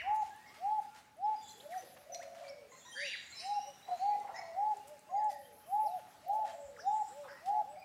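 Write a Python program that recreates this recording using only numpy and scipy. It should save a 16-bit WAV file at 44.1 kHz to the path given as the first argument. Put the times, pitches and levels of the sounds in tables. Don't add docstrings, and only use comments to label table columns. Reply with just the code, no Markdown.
import sys
import numpy as np
from scipy import signal
from scipy.fft import rfft, irfft, next_fast_len
from scipy.io import wavfile
from scipy.ndimage import uniform_filter1d, map_coordinates

SR = 44100
rng = np.random.default_rng(int(sys.argv[2]) if len(sys.argv) > 2 else 0)


def decibels_to_gain(level_db):
    exponent = np.asarray(level_db, float) / 20
    return 10 ** exponent


def transcribe(u):
    v = np.clip(np.atleast_2d(u).T, -1, 1)
    q = np.round(v * 32767).astype(np.int16)
    wavfile.write(sys.argv[1], SR, q)


N = 345744
TIME = np.arange(N) / SR
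FINCH_OCTAVE_DB = -20.5


def unit(x):
    return x / np.sqrt(np.mean(x ** 2) + 1e-20)


def along(points, hz):
    f, v = np.transpose(points)
    return np.interp(np.log(hz + 1), np.log(f + 1), v)


def coloured(x, response):
    m = next_fast_len(len(x) + 4096)
    spectrum = rfft(x, m) * response(np.fft.rfftfreq(m, 1 / SR))
    return irfft(spectrum, m)[:len(x)]


def wobble(n, rate):
    knots = rng.standard_normal(int(n * rate / SR) + 4)
    return map_coordinates(knots, [np.arange(n) * rate / SR])


def window(n, rise, fall):
    t = np.arange(n) / SR
    opening = np.minimum(t / rise, t[::-1] / fall)
    return np.sin(np.pi / 2 * np.clip(opening, 0, 1)) ** 2


def add(out, s, x):
    i = round(max(s, 0) * SR)
    out[i:i + len(x)] += x[:N - i]


def read(rows):
    s, *cols = np.transpose(rows)
    t = np.arange(s[0], s[-1], 1 / SR)
    curves = [uniform_filter1d(np.interp(t, s, c), size=600, mode="nearest") for c in cols]
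    return s[0], curves


def tone(hz, octave_db):
    turn = 2 * np.pi * np.cumsum(hz) / SR
    return np.sqrt(2) * (np.sin(turn) + decibels_to_gain(octave_db) * np.sin(2 * turn))


def arches(notes, octave_db, rise, fall, swell, cut, bloom):
    out = np.zeros(N)
    for start, top, end in notes:
        t = np.arange(max(start[0], 0), end[0], 1 / SR)
        early = np.clip((top[0] - t) / (top[0] - start[0]), 0, 1)
        late = np.clip((t - top[0]) / (end[0] - top[0]), 0, 1)
        shut = np.clip((early - swell) / (1 - swell), 0, 1)
        hz = top[1] + (start[1] - top[1]) * early ** rise + (end[1] - top[1]) * late ** fall
        entry_db = (start[2] - top[2]) * shut ** bloom
        shoulder_db = start[3] * np.minimum(early / swell, 1)
        exit_db = (end[2] - top[2]) * late ** cut
        db = top[2] + entry_db + shoulder_db + exit_db
        edges = window(len(t), .008, .009)
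        add(out, t[0], decibels_to_gain(db + 1.4 * wobble(len(t), 45.7)) * edges * tone(hz, octave_db))
    return out


def aviary(x, wall_db, tail_db, gap=0.0032):
    # delay in seconds, level in dB.
    echoes = [(.0278, -25.5), (.0341, -15), (.0393, -32), (.0567, -21), (.0631, -15), (.099, -20.5),
              (.137, -38.5)]
    # frequency in Hz, time to fade by 60 dB in seconds.
    fade_times = [(400, 0.82), (860, 0.93), (3000, 0.63), (10000, 0.74)]
    hz, t, z = signal.stft(rng.standard_normal(SR), SR, nperseg=256)
    fading = decibels_to_gain(-60 * t / along(fade_times, hz)[:, None])
    tail = signal.istft(z * fading, SR, nperseg=256)[1][:SR]
    tail *= np.clip(TIME[:SR] / gap, 0, 1)
    answer = decibels_to_gain(tail_db) * tail / np.linalg.norm(tail)
    answer[0] = 1
    for delay, db in echoes:
        answer[round(delay * SR)] += decibels_to_gain(db + wall_db)
    return signal.fftconvolve(x, answer)[:N]


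def air():
    # time in seconds, level in dB.
    breeze = [(0.0, -65.5), (.7, -63), (1.15, -70), (1.53, -64), (2.7, -66.5), (3.1, -64.5), (4.4, -63.5),
              (5.2, -65.5), (5.6, -68), (5.95, -64), (6.7, -65.5), (7.1, -62), (7.84, -67)]
    # frequency in Hz, level in dB per Hz.
    hum_colour = [(15, -53), (33, -31), (50, -10), (80, -0.2), (130, -0.4), (250, 0), (420, -11.5),
                  (900, -48)]
    # frequency in Hz, level in dB per Hz.
    hiss_colour = [(240, -19), (400, -6.5), (543, -8), (833, -3.5), (985, -8), (1840, -8.5), (3290, -14),
                   (5800, -17), (13200, -24), (15400, -23)]
    s, hiss_db = np.transpose(breeze)
    hum_db = -72.5 + 0.37 * (hiss_db - hiss_db.mean())
    z = signal.stft(rng.standard_normal(N + 512), nperseg=512)[2]
    field = uniform_filter1d(rng.standard_normal(z.shape), size=6, axis=0)
    field = uniform_filter1d(field, size=10, axis=1)
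    patchy = signal.istft(z * decibels_to_gain(2.2 * unit(field)), nperseg=512)[1][:N]
    hum = unit(coloured(rng.standard_normal(N), lambda f: decibels_to_gain(along(hum_colour, f))))
    hiss = unit(coloured(patchy, lambda f: decibels_to_gain(along(hiss_colour, f))))
    gust_db = 1.1 * wobble(N, 5)
    return decibels_to_gain(np.interp(TIME, s, hum_db)) * hum + decibels_to_gain(np.interp(TIME, s, hiss_db) + gust_db) * hiss


def twigs():
    # start in seconds, peak level in dB, pitch in Hz.
    ticks = [(0.0638, -78, 6120), (0.295, -46, 6960), (0.3625, -48, 9700), (1.1692, -54.5, 10240),
             (1.522, -44.5, 6081), (2.1467, -28, 5530), (4.2, -44.5, 7500), (4.77, -42, 7800),
             (4.8817, -40.5, 8700), (4.9927, -45, 8300), (5.244, -41.5, 8400), (5.3062, -58, 12300),
             (6.2835, -41, 14000), (7.8003, -50, 12900)]
    # start in seconds, length in seconds, level in dB,
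    # brightness in dB per octave.
    rustles = [(0.14, 0.044, -64, 4.5), (0.216, 0.1, -63, -3), (0.54, 0.07, -61, -5.5),
               (0.812, 0.06, -70.5, 3.5), (0.942, 0.092, -62.5, -4), (1.696, 0.2, -63.5, -2),
               (1.962, 0.022, -59, -9), (4.709, 0.13, -68.5, -2.5), (2.223, 0.026, -57, -5),
               (2.345, 0.21, -61.5, -5.5), (3.872, 0.33, -65.5, -4.5), (4.869, 0.044, -64, 8),
               (5.293, 0.065, -61.5, 0), (5.988, 0.025, -63, -9), (1.255, 0.16, -66.5, -6.5),
               (2.472, 0.046, -66, -2.5), (6.327, 0.055, -66.5, 5), (6.445, 0.13, -59, -5),
               (7.454, 0.058, -59, -2.5)]
    # start in seconds, level in dB.
    bumps = [
        (.005, -59),
        (0.075, -57.5),
        (6.639, -60),
    ]
    out = np.zeros(N)
    t = TIME[:2000]
    for s, db, hz in ticks:
        band = lambda f: np.exp(-((f - hz) / 2200) ** 2)
        fade_db = -60 * t / 0.012
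        add(out, s, decibels_to_gain(db - 10.0 + fade_db) * unit(coloured(rng.standard_normal(len(t)), band)))
    for s, length, db, tilt_db in rustles:
        n = int(length * SR)
        grains = rng.standard_normal(n) * decibels_to_gain(2.5 * wobble(n, 300))

        def slope(f):
            tilt = decibels_to_gain(tilt_db * np.log2(f / 4000 + .01))
            return tilt / (1 + (900 / (f + 1)) ** 4) / (1 + (f / 11000) ** 4)
        add(out, s, decibels_to_gain(db) * window(n, 0.0059, 0.54 * length) * unit(coloured(grains, slope)))
    for s, db in bumps:
        add(out, s, decibels_to_gain(db) * np.hanning(len(t)) * np.sin(2 * np.pi * 75 * t))
    return out


def bursts():
    # start in seconds, end of the long bursts in seconds, level in dB.
    buzz_phrases = [
        (1.483, 1.92, -75.5),
        (5.299, 5.88, -74),
    ]
    every_s, lead_s, long_s, short_s = .138, .09, 0.1, .053
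    swell_db, last_db = 1.4, -4.5
    out = []
    for s, until, db in buzz_phrases:
        starts = np.arange(s + lead_s, until, every_s)
        out += [(s, short_s, db)]
        out += [(at, long_s, db + swell_db * k) for k, at in enumerate(starts)]
        loudest_db = out[-1][2]
        out += [(starts[-1] + k * every_s, short_s, loudest_db + k * last_db) for k in (1, 2)]
    return out


def insect(stroke_hz=175, weak=0.51):
    clicks = np.zeros(N)
    for s, length, db in bursts():
        at = np.arange(s, s + length, .5 / stroke_hz)
        strength = np.where(np.arange(len(at)) % 2, weak, 1)
        size = strength * decibels_to_gain(db + 33.0 + 0.95 * rng.standard_normal(len(at)))
        uneven = at + 1.2e-4 * rng.standard_normal(len(at))
        clicks[(uneven * SR).astype(int)] = size

    def wing(f):
        ring = 0
        for c, width, db in [(10900, 980.0, 0.36), (12220, 2300.0, -0.45)]:
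            ring = ring + decibels_to_gain(db) * 1j * f * width / (c * c - f * f + 1j * f * width)
        return ring ** 2
    return coloured(clicks, wing)


def screeches():
    # start in seconds, length in seconds, centre in Hz, level in dB.
    thin_calls = [(0.136, 0.12, 6670, -71), (0.46, 0.058, 5300, -68.5), (1.4, 0.17, 7200, -66),
                  (1.427, 0.087, 3540, -66.5), (2.65, 0.29, 6950, -69.5), (2.869, 0.2, 9230, -65.5),
                  (2.949, 0.3, 3560, -56), (3.138, 0.27, 7130, -67), (3.37, 0.11, 9000, -68),
                  (3.934, 0.13, 6640, -73), (6.448, 0.13, 7600, -68), (6.565, 0.15, 7460, -70),
                  (6.767, 0.078, 5490, -67), (6.889, 0.25, 7560, -65.5), (6.99, 0.14, 5450, -74.5),
                  (7.271, 0.077, 5220, -68), (2.447, 0.031, 6940, -69)]
    # start in seconds, length in seconds, centre in Hz, level in dB.
    rasp_calls = [
        (1.794, 0.14, 4170, -71.5),
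        (2.462, 0.035, 4425, -67),
        (2.896, 0.25, 6160, -61),
        (3.33, 0.12, 5250, -57.5),
        (3.42, 0.12, 5440, -64.5),
        (4.324, 0.087, 5900, -63),
    ]
    # start in
    # seconds, length in seconds, centre in Hz, level in dB.
    croak_calls = [(0, 0.19, 961, -57.5), (0, 0.074, 2200, -55), (1.79, .1, 541.6, -62.5),
                   (3.296, 0.21, 2407, -63), (3.851, 0.085, 774, -56), (4.08, 0.16, 519.5, -64),
                   (4.149, 0.36, 870, -59.5), (4.265, 0.031, 1750, -60), (4.34, 0.097, 1980, -59.5),
                   (7.22, 0.085, 1100, -61.5), (7.265, .075, 1650, -61), (7.45, 0.2, 490, -68)]
    calls = [(*row, 1153) for row in thin_calls]
    calls += [(*row, 2335) for row in rasp_calls]
    calls += [(*row, 0.548 * row[2]) for row in croak_calls]
    out = np.zeros(N)
    for s, length, centre_hz, db, width_hz in calls:
        n = int(length * SR)
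        hz = centre_hz + .6 * width_hz * np.tanh(0.70307 * wobble(n, 800))
        grain_db = 4.5 * wobble(n, 55)
        add(out, s, decibels_to_gain(db + grain_db) * window(n, 0.3 * length, 0.38 * length) * tone(hz, -79.5))
    return out


def warbles():
    # time in seconds, pitch in Hz, level in dB.
    bends = [
        [(2.722, 4400, -71), (2.742, 4050, -69), (2.765, 4300, -72), (2.81, 4050, -78)],
        [(2.79, 3650, -74), (2.83, 3400, -72), (2.875, 3900, -62), (2.92, 3700, -68)],
        [(2.715, 2090, -60), (2.745, 2040, -74), (2.8, 1720, -78)],
        [(3.275, 2000, -66), (3.35, 2300, -63), (3.4, 2550, -62), (3.44, 2480, -62)],
        [(3.4, 3940, -63), (3.5, 3980, -66), (3.58, 3840, -68)],
        [(3.31, 1100, -78), (3.36, 1150, -74), (3.42, 1030, -68)],
        [(3.35, 5100, -59), (3.39, 5250, -56.5), (3.43, 5000, -64), (3.48, 5400, -54)],
        [(4.03, 2150, -69), (4.1, 2300, -72), (4.17, 2500, -64)],
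        [(7.3, 1950, -61), (7.34, 1800, -68), (7.38, 1990, -67), (7.43, 1980, -74)],
        [(7.75, 2200, -70), (7.79, 2380, -82), (7.82, 2480, -65), (7.84, 2330, -55)],
    ]
    out = np.zeros(N)
    for rows in bends:
        s, (hz, db) = read(rows)
        n = len(hz)
        flutter_db = 4 * wobble(n, 90)
        shake = 1 + .022 * wobble(n, 300)
        add(out, s, decibels_to_gain(db + flutter_db) * window(n, 0.0083, 0.016) * tone(hz * shake, FINCH_OCTAVE_DB))
    return out


def whistles():
    # start in seconds, length in seconds, middle pitch in Hz, level in dB.
    level_notes = [(1.29, 0.031, 496, -65.5), (1.49, 0.011, 4150, -59), (1.503, 0.0096, 6050, -59.5),
                   (2.72, 0.036, 1050, -63.5), (1.512, .012, 4130, -58), (2.85, 0.04, 990, -62.5),
                   (2.85, 0.092, 5870, -63), (2.92, 0.086, 3195, -57.5), (2.96, 0.17, 4656, -53.5),
                   (2.97, 0.1, 9320, -69), (7.78, 0.064, 4860, -72), (4.72, 0.061, 417, -69.5),
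                   (3.45, 0.031, 7450, -65), (3.67, 0.043, 8800, -74), (3.99, 0.12, 4480, -64),
                   (4.29, 0.033, 1380, -66), (4.41, 0.061, 4350, -71), (4.8, 0.097, 2850, -75.5),
                   (5.09, 0.029, 1050, -60.5), (5.1, 0.086, 6720, -72.5), (5.17, 0.038, 4840, -72),
                   (4.1, 0.095, 2014, -67), (5.43, 0.046, 3160, -71.5), (5.61, .07, 3120, -77),
                   (6.49, 0.04, 3190, -70), (6.865, 0.041, 7090, -71), (3.0, 0.2, 3830, -60),
                   (3.315, .015, 1400, -65), (7.69, 0.05, 7950, -71.5)]
    # start in seconds, length in seconds, middle pitch in Hz, level in dB.
    sighs = [(0, 0.041, 2910, -58), (.46, 0.047, 2145, -62.5), (1.355, 0.077, 4830, -65.5),
             (1.42, 0.11, 4800, -77), (1.5, .1, 3410, -72), (1.41, 0.11, 3450, -66),
             (1.72, 0.048, 1876, -64), (2.93, 0.042, 830, -69), (2.15, 0.012, 4220, -50),
             (2.44, 0.081, 2273, -64), (2.86, .11, 1840, -65.5), (1.24, 0.022, 5180, -70.5),
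             (3.32, 0.082, 4090, -56), (4.36, 0.044, 5190, -57), (5.3, .04, 5900, -74),
             (5.91, 0.035, 3800, -74), (6.85, 0.048, 3720, -74)]
    # start in seconds, length in seconds, first pitch in Hz, last pitch in Hz,
    # level in dB.
    chirps = [(.3, 0.17, 1620, 2000, -67), (2.12, 0.043, 6200, 5710, -53.5),
              (2.142, 0.0115, 1820, 2400, -60), (1.72, 0.032, 2400, 1400, -61),
              (2.2, .035, 1300, 2400, -61), (2.251, 0.013, 1520, 1400, -70), (2.48, 0.024, 4340, 5750, -62),
              (1.6, 0.013, 3000, 4200, -59), (3.533, 0.19, 2720, 3000, -65.5),
              (3.53, 0.17, 5500, 5870, -61.5), (3.821, .217, 3900, 4180, -67.5),
              (1.55, 0.083, 420, 560, -70.5), (.5, .06, 1100, 1340, -68), (0.88, 0.078, 1424, 1390, -72.5),
              (4.342, 0.057, 1840, 2250, -52.5), (5.15, 0.088, 2180, 1620, -67),
              (5.286, 0.05, 5200, 4400, -68.5), (5.295, 0.079, 2023, 1765, -67),
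              (5.862, 0.034, 5690, 3700, -66.5), (6.471, 0.026, 2000, 1664, -60.5),
              (6.797, 0.031, 6150, 4420, -63), (7.278, 0.038, 1700, 1400, -63),
              (7.305, .03, 1600, 1400, -64), (1.777, 0.037, 5940, 6100, -59),
              (3.07, 0.034, 5700, 5780, -57), (3.087, 0.032, 5700, 5330, -73),
              (6.764, 0.015, 2100, 1040, -59), (6.784, 0.022, 1100, 1840, -58)]
    glides = []
    for rows, bend in [(level_notes, 0.02), (sighs, -.045)]:
        for s, length, hz, db in rows:
            glides.append((s, length, hz * (1 - bend / 2), hz * (1 + bend / 2), db))
    far, near = np.zeros((2, N))
    for s, length, first_hz, last_hz, db in glides + chirps:
        n = int(length * SR)
        shake = 1 + 0.011 * wobble(n, 300) + .008 * wobble(n, 45)
        hz = np.linspace(first_hz, last_hz, n) * shake
        level = decibels_to_gain(db + 2.42 * wobble(n, 90.977)) * window(n, 0.053 * length, 0.1 * length)
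        bird = near if length < .0455 else far
        add(bird, s, level * tone(hz, FINCH_OCTAVE_DB))
    return far, near


def squawk(rattle_hz=190):
    # time in seconds, pitch in Hz, level in dB.
    upper_voice = [
        (2.945, 1610, -53),
        (2.99, 1800, -48),
        (3.03, 2250, -45),
        (3.056, 2760, -44.5),
        (3.124, 2800, -45),
        (3.135, 2350, -42.5),
        (3.158, 1458, -47),
    ]
    # time in seconds, pitch in Hz, level in dB.
    lower_voice = [
        (2.95, 1600, -55),
        (2.99, 1660, -48),
        (3.03, 1870, -48),
        (3.06, 2150, -52),
        (3.1, 2450, -58),
    ]
    out = np.zeros(N)
    for voice in (upper_voice, lower_voice):
        s, (hz, db) = read(voice)
        n = len(hz)
        rattle = 1 + 0.5 * np.sin(2 * np.pi * rattle_hz * TIME[:n] + 0.54 * wobble(n, 65))
        shake = 1 + .028 * wobble(n, 250)
        level = decibels_to_gain(db + 1.75 * wobble(n, 66.6)) * window(n, 0.015, 0.0025) * rattle
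        add(out, s, level * tone(hz * shake, -21.5))
    return out


def roll(s, trill, hz, db, settled_db):
    flick_hz, hold_s = 198.7, 0.06
    calm = s + trill
    return [(s, hz, db - 9.5, flick_hz * 0.685),
            (s + 0.039, hz, db, flick_hz),
            (calm - 0.077, hz, settled_db - 4.5, flick_hz * 0.92),
            (calm, hz, settled_db, flick_hz * 0.11),
            (calm + hold_s, hz * .98, settled_db - 4.0, 0),
            (calm + hold_s + .025, hz * .95, settled_db - 10, 0),
            (calm + .26, hz * .7, settled_db - 21.5, 0)]


def rolls(trill_hz=26, held_db=-10):
    # start in seconds, trill length in seconds, held pitch in Hz, trill level in dB,
    # settled level in dB.
    rolled_coos = [
        (1.84, 0.17, 584, -66, -61),
        (2.085, 0.36, 564.5, -47, -50),
        (2.4, 0.13, 591.4, -52, -53.5),
        (4.06, 0.39, 674, -57, -47),
        (5.08, .24, 583.5, -50.5, -51),
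        (6.25, 0.345, 574.8, -47, -47.5),
        (7.72, 0.26, 639, -52.5, -56),
    ]
    out = np.zeros(N)
    for row in rolled_coos:
        s, (hz, db, flick_hz) = read(roll(*row))
        n = len(hz)
        beat = np.cumsum(trill_hz * (1 + 0.216 * wobble(n, 25.8))) / SR % 1
        depth = np.clip(flick_hz / 150, 0, 1)
        flutter_db = 4 * np.cos(2 * np.pi * beat) + 2.2 * wobble(n, 80)
        held_hz = hz * (1 + 0.0219 * depth * wobble(n, 64.8))
        held = decibels_to_gain(depth * (held_db + flutter_db)) * tone(held_hz, -42.0)
        bleat = depth * np.sin(np.pi * beat) ** 2.5 * decibels_to_gain(2.2 * wobble(n, 110))
        upper_hz = hz + flick_hz * (0.28 + 0.68 * beat + 0.1234 * wobble(n, 40.14))
        upper = tone(upper_hz, -45)
        add(out, s, decibels_to_gain(db) * window(n, 0.0072, 0.032) * (held + 1.54 * bleat * upper))
    return out


def phrases(rows, climb, drop, entry_db, exit_db):
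    return [[(s - up, hz - climb * up, db + entry_db, 0), (s, hz, db), (s + down, hz - drop * down, db + exit_db)]
            for s, up, down, hz, db in rows]


def coos():
    # top of the arch in seconds, rise in seconds, fall in seconds, top pitch in Hz,
    # level in dB.
    low_dove = [
        (1.665, 0.04, 0.018, 591, -48.5),
        (2.075, 0.021, 0.01, 608, -52.5),
        (3.03, 0.083, 0.069, 577, -48),
        (3.685, .04, 0.05, 573, -53),
        (4.92, 0.081, 0.057, 603.5, -51),
        (7.2, 0.097, 0.091, 585, -47),
        (7.31, 0.024, 0.062, 572, -53),
        (7.745, 0.096, 0.047, 606, -50),
    ]
    # top in seconds, rise and fall in seconds, pitch in Hz, level in dB.
    yelping_dove = [
        (1.77, 0.084, 0.034, 753, -38.5),
        (5.95, .12, 0.059, 742, -39),
    ]
    # top in seconds, rise and fall in seconds, pitch in Hz, level in dB.
    hooting_dove = [
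        (3.925, 0.041, 0.0423, 722, -35.5),
        (7.56, .07, 0.072, 726.3, -39.5),
    ]
    notes = phrases(low_dove, climb=1298, drop=1318, entry_db=-17, exit_db=-14.5)
    notes += phrases(yelping_dove, climb=1759, drop=4802, entry_db=-14, exit_db=-22.5)
    notes += phrases(hooting_dove, climb=506, drop=955, entry_db=-11.5, exit_db=-8.5)
    return arches(notes, -37.5, rise=1.88, fall=2.18, swell=0.045, cut=1.4, bloom=0.86)


def parrot_whoops():
    # top of the arch in seconds, fall in seconds, top pitch in Hz, level in dB,
    # level change by the end in dB.
    tops = [(.16, 0.079, 865, -33, 1.5), (.74, 0.066, 862.4, -33.5, 1.5), (1.3, 0.06, 865, -33.5, -3),
            (3.54, 0.061, 830, -35, -2.5), (4.11, 0.057, 833, -32, -3), (4.68, 0.065, 856.7, -32.5, -2.5),
            (5.23, 0.08, 854.5, -33, -1), (5.81, 0.071, 863.3, -33.5, 2), (6.385, 0.076, 867.4, -33.5, -1),
            (6.96, 0.071, 865.6, -33.5, 1), (7.57, 0.054, 852, -33.5, 2.5)]
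    # climb in seconds, level early in the climb in dB beside the top.
    openings = [(.165, -0.5), (0.17, 0.5), (0.14, -0.5), (0.16, -5.5), (.165, -2), (0.18, -1), (.168, -0.5),
                (.16, 1), (.165, 0.5), (.165, 2), (0.17, 0)]
    from_hz, entry_db, sag_hz = 551, -37.5, 88
    notes = []
    for (s, down, hz, db, fade_db), (up, shoulder_db) in zip(tops, openings):
        start = (s - up, from_hz, db + entry_db, shoulder_db)
        end = (s + down, hz - sag_hz, db + fade_db)
        notes.append([start, (s, hz, db), end])
    return arches(notes, -50.5, rise=2.1, fall=4.47, swell=0.51, cut=2.8, bloom=0.91)


def scene():
    small = aviary(twigs() + insect(), wall_db=-9.5, tail_db=-4.5)
    far, near = whistles()
    finches = aviary(far + warbles() + screeches(), wall_db=-9, tail_db=0.5)
    finches += aviary(decibels_to_gain(2.0) * near, wall_db=-13.0, tail_db=-7.5)
    loud = aviary(squawk(), wall_db=-4, tail_db=-4)
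    earlier_end = loud[round(3.135 * SR):round(4.1 * SR)]
    add(finches, 0, decibels_to_gain(-1.5) * earlier_end)
    doves = aviary(coos(), wall_db=-4.5, tail_db=-19, gap=0.025)
    doves += aviary(rolls(), wall_db=3.0, tail_db=-6.5)
    parrot = aviary(parrot_whoops(), wall_db=0.5, tail_db=-20, gap=0.06)
    return (parrot + doves + finches + loud + small + air())[None]


def top_cut(x):
    return signal.sosfilt(signal.butter(12, 15570, fs=SR, output="sos"), x)


def record(dry):
    thin = coloured(dry[0], lambda f: 1 / (1 + (38 / (f + 1)) ** 4))[None]
    return top_cut(thin)


dry = scene()
out = record(dry)
transcribe(out)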